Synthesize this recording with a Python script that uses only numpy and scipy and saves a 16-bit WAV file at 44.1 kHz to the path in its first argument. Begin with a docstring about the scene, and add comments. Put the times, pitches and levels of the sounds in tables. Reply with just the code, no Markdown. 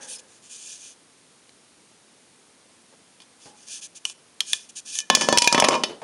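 """A die-cast metal model topples onto a wooden table and bounces to rest. Each impact excites the
normal modes of both bodies: a hard clack, a thud of the tabletop and a brief metallic ring.
Before the fall it is turned in the hand, where friction hisses over the casting, and is clicked
onto its plastic stand. A small, close microphone in a quiet room limits and clips the loudest blows."""
import sys
import numpy as np
from scipy import signal
from scipy.fft import rfft, irfft
from scipy.io import wavfile
from scipy.ndimage import uniform_filter1d

SR = 44100
rng = np.random.default_rng(int(sys.argv[2]) if len(sys.argv) > 2 else 0)


def transcribe(u):
    """Save the signal u as a 16-bit wav file named by the first command-line argument.

    u: samples, shape (n,) or (channels, n), limited to [-1, 1]; the rate is SR.
    q: integer samples, one column per channel.
    """
    v = np.clip(np.atleast_2d(u).T, -1, 1)
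    q = np.round(v * 32767).astype(np.int16)
    wavfile.write(sys.argv[1], SR, q)


N = 266231
TIME = np.arange(N) / SR
AGE = TIME[:int(.7 * SR)]   # time since an impact, s

# impacts on the table: t/s, clack level/dB, clack f/Hz, thud level/dB
TABLE_IMPACTS = [(5.1002, -1, 2480, -2), (5.1502, 8.5, 5260, -10), (5.172, -20, 5840, -9),
                 (5.2105, -10, 6400, -14), (5.219, -14.5, 6200, -15), (5.2872, -10.5, 4700, -4.5),
                 (5.326, -9.5, 4650, -6.5), (5.3741, 0, 3870, -14), (5.3841, 8.5, 5300, -15),
                 (5.4198, 5.5, 4730, -13), (5.4432, -4.5, 5500, -24), (5.4745, 5.5, 3200, -14),
                 (5.526, -.5, 5330, -7), (5.5465, -6, 2940, -0.5), (5.5785, -16.5, 2560, -4),
                 (5.5995, -2.5, 6000, -11), (5.6226, -21, 2420, -.5), (5.641, -6, 2400, -3),
                 (5.6455, -2, 3400, -4.5), (5.6858, -4, 6000, -2), (5.836, -12, 3600, -16)]
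# normal modes of the casting and of the tabletop: f/Hz, level/dB, relative decay time
CASTING_MODES = [(1748, -5, 1.2), (2435, 2, .9), (2660, -6, .8), (2995, -1, .8), (3160, -9, .7),
                 (3392, -2, .8), (3505, -6, .7), (3785, -10, .7), (4430, -4, .6), (4750, -5, .6),
                 (4960, -6, .6), (5280, -3, .9), (5540, -2, .6), (5750, -8, .5), (6016, -3, .8),
                 (6160, -6, .7), (6480, -4, .6), (6850, -8, .6), (7226, -4, .6), (8240, -9, .6),
                 (8670, -7, .7), (9400, -12, .5)]
TABLETOP_MODES = [(119, -13, 0.58), (168.6, -7, 1.1), (224.2, 0.5, 1.6), (246.7, -3, 1.2),
                  (288.4, -1, 0.81), (341, -14, .8), (379.5, -7.5, 1.47), (525, -1, 1.2),
                  (580.4, 4.5, 0.67), (629.5, -1, 0.54), (764, 2.5, 0.35), (795, -1.5, 0.43),
                  (1064, 1.5, 1.2), (1080, -2.5, 0.86), (1268, -12, 0.4)]
# spectrum of the knock on wood: f/Hz, spectral level/dB
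KNOCK_SPECTRUM = [(100, -39), (200, -6), (560, 5), (1100, 1), (1500, -11), (2500, -4), (5000, -30)]
# the casting's ring, long while it tumbles, short once flat: t/s, T60/s, level/dB for a 0 dB blow
RING_DECAYS = [(5.1, 0.2, -12.5), (5.33, 0.19, -12.5), (5.41, .05, -25), (5.476, .09, -2), (5.58, .1, -9.5),
               (5.72, 0.098, -17.5), (5.84, .07, -8.5)]
# low ringing tones of the casting and tabletop: from t/s, until t/s, f/Hz, level/dB for a 0 dB blow
LOW_TONES = [(4.94, 5.046, 1762, -40), (5.05, 5.373, 1749, -24), (5.05, 5.308, 965, -31.5),
             (5.305, 5.565, 961, -14), (5.46, 5.746, 1734, -31), (5.52, 5.72, 1295, -27),
             (5.56, 5.77, 970, -17.5), (5.61, 5.765, 1140, -22)]
# the held model striking its stand: t/s, level/dB, f/Hz
STAND_IMPACTS = [(3.2023, -40, 3120), (3.219, -39.5, 3100), (4.0522, -11, 2960), (4.098, -28, 2940),
                 (4.4051, -5, 3250), (4.5320, -2, 3395), (4.9542, -18, 6240), (4.988, -7, 6470),
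                 (5.003, -19.5, 6000)]
# finger strokes: start t/s, end t/s, level/dB, hiss f/Hz
STROKES = [(.006, 0.073, -41, 6000), (0.069, 0.179, -35.5, 9800), (0.181, .208, -44, 7000),
           (.27, 0.402, -55, 7100), (0.418, 0.506, -49.5, 7100), (0.494, .575, -40, 6960),
           (.55, .68, -42, 6940), (0.644, 0.786, -39, 6400), (0.771, 0.944, -43, 6200),
           (3.392, 3.526, -50, 4970), (3.547, 3.702, -52.5, 5670), (3.665, 3.75, -41, 5400),
           (3.7, 3.808, -37, 5900), (3.809, 3.875, -37, 6400), (3.948, 3.991, -42, 6500),
           (4.044, 4.133, -39.5, 7740), (4.405, 4.677, -44.5, 5500), (4.462, 4.579, -35.5, 6500),
           (4.688, 4.711, -42.5, 6300), (4.753, 4.808, -33.5, 6550), (4.849, 4.96, -36.5, 5600),
           (4.921, 5.028, -32, 6700)]
# skin sliding on metal: f/Hz, spectral level/dB
FRICTION_SPECTRUM = [(710, -71), (1200, -17), (1720, -5.5), (1960, -33), (2430, -9), (3330, -8.5),
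                     (4080, -10), (4520, -8.5), (5490, -9.5), (6310, -4.5), (7590, -5), (9750, -5),
                     (11000, -14), (14300, -59), (22000, -120)]
# soft bumps and ticks of handling, then low knocks of the table after the fall: t/s, level/dB, f/Hz, T60/s
SOFT_IMPACTS = [(1.493, -43.5, 2500, 0.013), (2.926, -50.5, 350, 0.12), (3.457, -45, 242, .21),
                (3.464, -53, 832, 0.63), (5.893, -33.5, 407, 0.26), (6.017, -34, 573, .24),
                (6.034, -43, 1200, .11)]
# hollow resonances dying away at the start: f/Hz, level/dB
HOLLOW_RESONANCES = [(250, -59), (518, -50.5), (874, -54), (1642, -51.5)]
# reverberation time of the room: f/Hz, T60/s
REVERBERATION = [(100, 0.56), (400, 0.58), (2000, 0.32), (6000, 0.32), (11000, 0.29)]
# room tone and hiss: f/Hz, spectral level/dB
BACKGROUND_SPECTRUM = [(15, -54), (25, -24.5), (169, -4.5), (241, -2), (336, -4), (372, -5), (468, -4.5),
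                       (603, -8.5), (651, -8), (1760, -12), (5390, -13), (7700, -11.5), (8530, -10.5),
                       (11000, -15.5), (14300, -78), (22000, -120)]


def fall(ring_db_per_db=.52, ring_pitch_ratio=1.2, top_hz=9500):
    """Impact excitation: each bounce clacks, thumps the board and leaves the casting ringing."""
    out = np.zeros(N)
    times, t60s, levels = np.transpose(RING_DECAYS)
    for s, clack_db, hz, thud_db in contacts():
        strike = clack(hz, width_hz=4300, t60=.028, bright_db=-27, low_hz=1430,
                       metal_db=-1.5, metal_t60=.06, focus_db=7)
        add(out, s, from_db(clack_db) * strike)
        add(out, s, from_db(thud_db) * thud())
        ring_db = np.interp(s, times, levels) + ring_db_per_db * blow_db(clack_db, thud_db)
        after_ring = ring(CASTING_MODES, np.interp(s, times, t60s), ring_pitch_ratio * hz, focus_db=6)
        add(out, s, from_db(ring_db) * after_ring)
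    return cut(out, top_hz, "low")


def contacts(settle_s=5.7085, gap_s=.0108, count=5, loss_db=.65, clack_db=-24.5, hz=2900, thud_db=-12.5):
    """Inelastic collisions: the bounces, plus a run of ever weaker contacts as the model rocks to rest."""
    rocking = [(settle_s + k * gap_s, clack_db - k * loss_db, hz, thud_db - k * loss_db)
               for k in range(count)]
    return TABLE_IMPACTS + rocking


def blow_db(clack_db, thud_db):
    """Incoherent addition: the powers of clack and thud sum to the level of the blow."""
    return 20 * np.log10(np.hypot(from_db(clack_db), from_db(thud_db)))


def clack(hz, width_hz, t60, bright_db, low_hz, metal_db, metal_t60, focus_db):
    """A brief contact has a broad spectrum: a crack, and a clink of modes damped by the contact."""
    white = rng.standard_normal(len(AGE))
    band = resonate(white, hz, width_hz) + from_db(bright_db) * white
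    crack = burst(cut(band, low_hz, "high"), fade(t60))
    clink = ring(CASTING_MODES, metal_t60, hz, focus_db)
    return (crack + from_db(metal_db) * clink) / np.hypot(1, from_db(metal_db))


def ring(modes, t60, favoured_hz, focus_db):
    """Modal superposition: damped sines, weighted by -focus_db per octave away from favoured_hz."""
    hz, db, decay_ratios = np.transpose(modes)
    scatter_db = 4.5 * rng.standard_normal(len(hz))
    octaves_away = np.abs(np.log2(hz / favoured_hz))
    gains = from_db(db + scatter_db - focus_db * octaves_away) * rng.choice([-1, 1], len(hz))
    gains = gains / np.linalg.norm(gains)
    hz = hz * (1 + .002 * rng.standard_normal(len(hz)))   # each contact loads the body differently
    return sum(gain * np.sin(2 * np.pi * f * AGE) * fade(t60 * ratio)
               for gain, f, ratio in zip(gains, hz, decay_ratios))


def thud(knock_t60=.023, board_db=-9, board_t60=.2, low_hz=135):
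    """A struck plate: the wood gives a dull knock, then vibrates freely in its modes."""
    knock = burst(noise(KNOCK_SPECTRUM, len(AGE)), fade(knock_t60))
    board = ring(TABLETOP_MODES, board_t60, favoured_hz=600, focus_db=3)
    return cut(knock + from_db(board_db) * board, low_hz, "high", order=4)


def low_ringing(db_per_db=.27, detune_share=.014):
    """Free vibration: each contact restarts low tones of the casting and tabletop, slightly detuned."""
    blows = [(s, db) for s, db, _ in STAND_IMPACTS]
    blows += [(s, blow_db(clack_db, thud_db)) for s, clack_db, _, thud_db in contacts()]
    blows.sort()
    gaps = np.diff([s for s, _ in blows], append=N / SR)
    detunes = 1 + detune_share * rng.uniform(-.89, 1, len(blows))
    out = np.zeros(N)
    for start, until, hz, level_db in LOW_TONES:
        for (s, db), gap_s, detune in zip(blows, gaps, detunes):
            if start <= s < until:
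                tone = stopped_tone(hz * detune, min(gap_s, until - s))
                add(out, s, from_db(level_db + db_per_db * db) * tone)
    return out


def stopped_tone(hz, free_s, t60=.59, damp_s=.0036):
    """Contact damping: one mode decays freely for free_s, then is quickly stopped."""
    gate = np.clip(1 + (free_s - AGE) / damp_s, 0, 1)
    return np.sin(2 * np.pi * hz * AGE) * fade(t60) * gate


def stand_clicks(peg_db=-7, ring_db=-23, db_per_db=.56, stand_db=-19.5, stand_hz=1050, grip_hz=2400):
    """An impact excites both bodies: metal ticks and rings, the peg pings, the hollow stand knocks."""
    metal, plastic = np.zeros((2, N))
    for s, db, hz in STAND_IMPACTS:
        tick = clack(hz, width_hz=560, t60=.008, bright_db=-10, low_hz=1420,
                     metal_db=-5.5, metal_t60=.034, focus_db=-4.5)
        ping = np.sin(2 * np.pi * hz * AGE) * fade(t60=.028)
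        add(metal, s, from_db(db) * (tick + from_db(peg_db) * ping))
        drive_db = db_per_db * db
        held_ring = ring(CASTING_MODES, t60=.13, favoured_hz=hz, focus_db=.5)
        add(metal, s, from_db(ring_db + drive_db) * held_ring)
        knock_db = stand_db + drive_db - 9 * np.log2(hz / stand_hz)   # higher clicks excite it less
        add(plastic, s, from_db(knock_db) * dull_ring(stand_hz, width_hz=330, t60=.052))
    return cut(metal, grip_hz, "high", order=4) + plastic   # the grip damps the low modes


def fingers(grain_db=1, modes_db=-6, peak_db=-5.5, skew=.92, roundness=.76, edge_share=.24):
    """Sliding friction: skin slips over the metal in tiny grains, which hiss and excite its modes."""
    grains = from_db(grain_db * rms_one(uniform_filter1d(rng.standard_normal(N), size=90)))
    friction = noise(FRICTION_SPECTRUM, N) * grains
    body = sum(from_db(db) * resonate(friction, hz, width_hz=70) for hz, db, _ in CASTING_MODES)
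    friction = friction + from_db(modes_db) * rms_one(body)
    friction = cut(friction, 2070, "high", order=3)   # the grip damps the low modes
    out = np.zeros(N)
    for start, end, db, hz in STROKES:
        progress = np.clip((TIME - start) / (end - start), 0, 1)
        pressure = np.abs(np.sin(np.pi * progress ** skew)) ** roundness   # one arch, cresting early
        hiss = cut(friction, edge_share * hz, "high")   # a higher stroke is also thinner
        peak = rms_one(resonate(hiss, hz, width_hz=1300))
        out += from_db(db) * pressure * rms_one(hiss + from_db(peak_db) * peak)
    return out


def squeak(at_s=.165, half_width_s=.018, hz=5160, db=-45.5):
    """Stick-slip motion: a fingertip sounds a narrow band for an instant."""
    swell = np.exp(-((TIME - at_s) / half_width_s) ** 2)
    return from_db(db) * swell * rms_one(resonate(rng.standard_normal(N), hz, width_hz=70))


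def bumps(time_bandwidth=42):
    """Soft contacts excite one resonance each; its bandwidth varies inversely with its decay time."""
    out = np.zeros(N)
    for s, db, hz, t60 in SOFT_IMPACTS:
        add(out, s, from_db(db) * dull_ring(hz, time_bandwidth / t60, t60))
    return out


def hollow_ring(t60=1.0, width_share=.11):
    """Free decay: a few broad resonances, already sounding at the start, fade away."""
    out = np.zeros(N)
    for hz, db in HOLLOW_RESONANCES:
        add(out, 0, from_db(db) * dull_ring(hz, width_share * hz, t60))
    return out


def room(x, wet_db, build_s=.0022):
    """Reverberation: direct sound plus a diffuse tail whose treble is absorbed first."""
    edges_hz = np.geomspace(60, 12000, num=9)
    tail = np.zeros(len(AGE))
    for low, high in zip(edges_hz, edges_hz[1:]):
        bandpass = signal.butter(2, [low, high], "band", fs=SR, output="sos")
        band = signal.sosfilt(bandpass, rng.standard_normal(len(AGE)))
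        tail += band * fade(at_hz(REVERBERATION, np.sqrt(low * high)))
    tail *= 1 - np.exp(-AGE / build_s)
    return x + from_db(wet_db) * signal.fftconvolve(x, tail / np.linalg.norm(tail))[:N]


def background(db=-56):
    """Stationary noise: room tone and hiss."""
    return from_db(db) * noise(BACKGROUND_SPECTRUM, N)


def dull_ring(hz, width_hz, t60):
    """A rough damped resonance: band noise under an exponential decay."""
    return burst(resonate(rng.standard_normal(len(AGE)), hz, width_hz), fade(t60))


def resonate(x, hz, width_hz):
    """A second-order resonator with unit peak gain."""
    r = np.exp(-np.pi * width_hz / SR)
    feedback = [1, -2 * r * np.cos(2 * np.pi * hz / SR), r * r]
    return signal.lfilter(np.array([1, 0, -1]) * (1 - r * r) / 2, feedback, x + 1e-18)


def cut(x, hz, kind, order=2):
    """A maximally flat high- or low-pass filter."""
    return signal.sosfilt(signal.butter(order, hz, kind, fs=SR, output="sos"), x)


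def noise(spectrum, size):
    """Spectral shaping of white noise, scaled to rms 1."""
    gains = from_db(at_hz(spectrum, np.fft.rfftfreq(size, 1 / SR)))
    return rms_one(irfft(rfft(rng.standard_normal(size)) * gains, size))


def burst(carrier, envelope):
    """Amplitude modulation, scaled to the energy of the envelope."""
    return rms_one(carrier * envelope) * np.sqrt(np.mean(envelope ** 2))


def fade(t60):
    """Exponential decay of 60 dB in t60 seconds."""
    return np.exp(-np.log(1000) * AGE / t60)


def at_hz(points, hz):
    """Interpolation on a log-frequency axis."""
    frequencies, values = np.transpose(points)
    return np.interp(np.log(np.maximum(hz, 1)), np.log(frequencies), values)


def add(track, s, sound):
    """Superposition of a sound on the track at time s."""
    start = round(s * SR)
    track[start:start + len(sound)] += sound[:N - start]


def from_db(db):
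    """Level to amplitude ratio."""
    return 10 ** (np.asarray(db) / 20)


def rms_one(x):
    """Normalisation to rms 1."""
    return x / np.sqrt(np.mean(x ** 2) + 1e-20)


def limiter(x, threshold_db=-3.5, release_db_per_s=170, attack_s=.0031):
    """Dynamic compression: the gain drops under each loud blow and recovers at a steady rate."""
    over_db = np.maximum(20 * np.log10(np.abs(x) + 1e-9) - threshold_db, 0)
    release_db = release_db_per_s * TIME
    held_db = np.maximum.accumulate(over_db + release_db, axis=-1) - release_db
    r = np.exp(-1 / (attack_s * SR))
    return x * from_db(-signal.lfilter([1 - r], [1, -r], held_db))


def scene():
    """The direct-to-reverberant ratio conveys distance: handling close by, the fall farther off."""
    near = room(fingers() + squeak() + stand_clicks() + bumps() + hollow_ring(), wet_db=-22.5)
    farther = room(fall() + low_ringing(), wet_db=-14.5)
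    return (near + farther + background())[None]


def record(dry, notch_hz=7690, notch_width_hz=520, ceiling=.68, band_hz=11100, stop_hz=17600):
    """Overload: a band-limited microphone with a treble notch limits and clips the peaks."""
    limited = limiter(dry - resonate(dry, notch_hz, notch_width_hz))
    clipped = cut(np.clip(limited, -ceiling, ceiling), 60, "high")
    narrow = signal.sosfilt(signal.ellip(8, .5, 80, band_hz, fs=SR, output="sos"), clipped)
    lowpass = signal.cheby2(14, 70, stop_hz, fs=SR, output="sos")
    return signal.sosfilt(lowpass, np.clip(narrow, -ceiling, ceiling))


dry = scene()
out = record(dry)
transcribe(out)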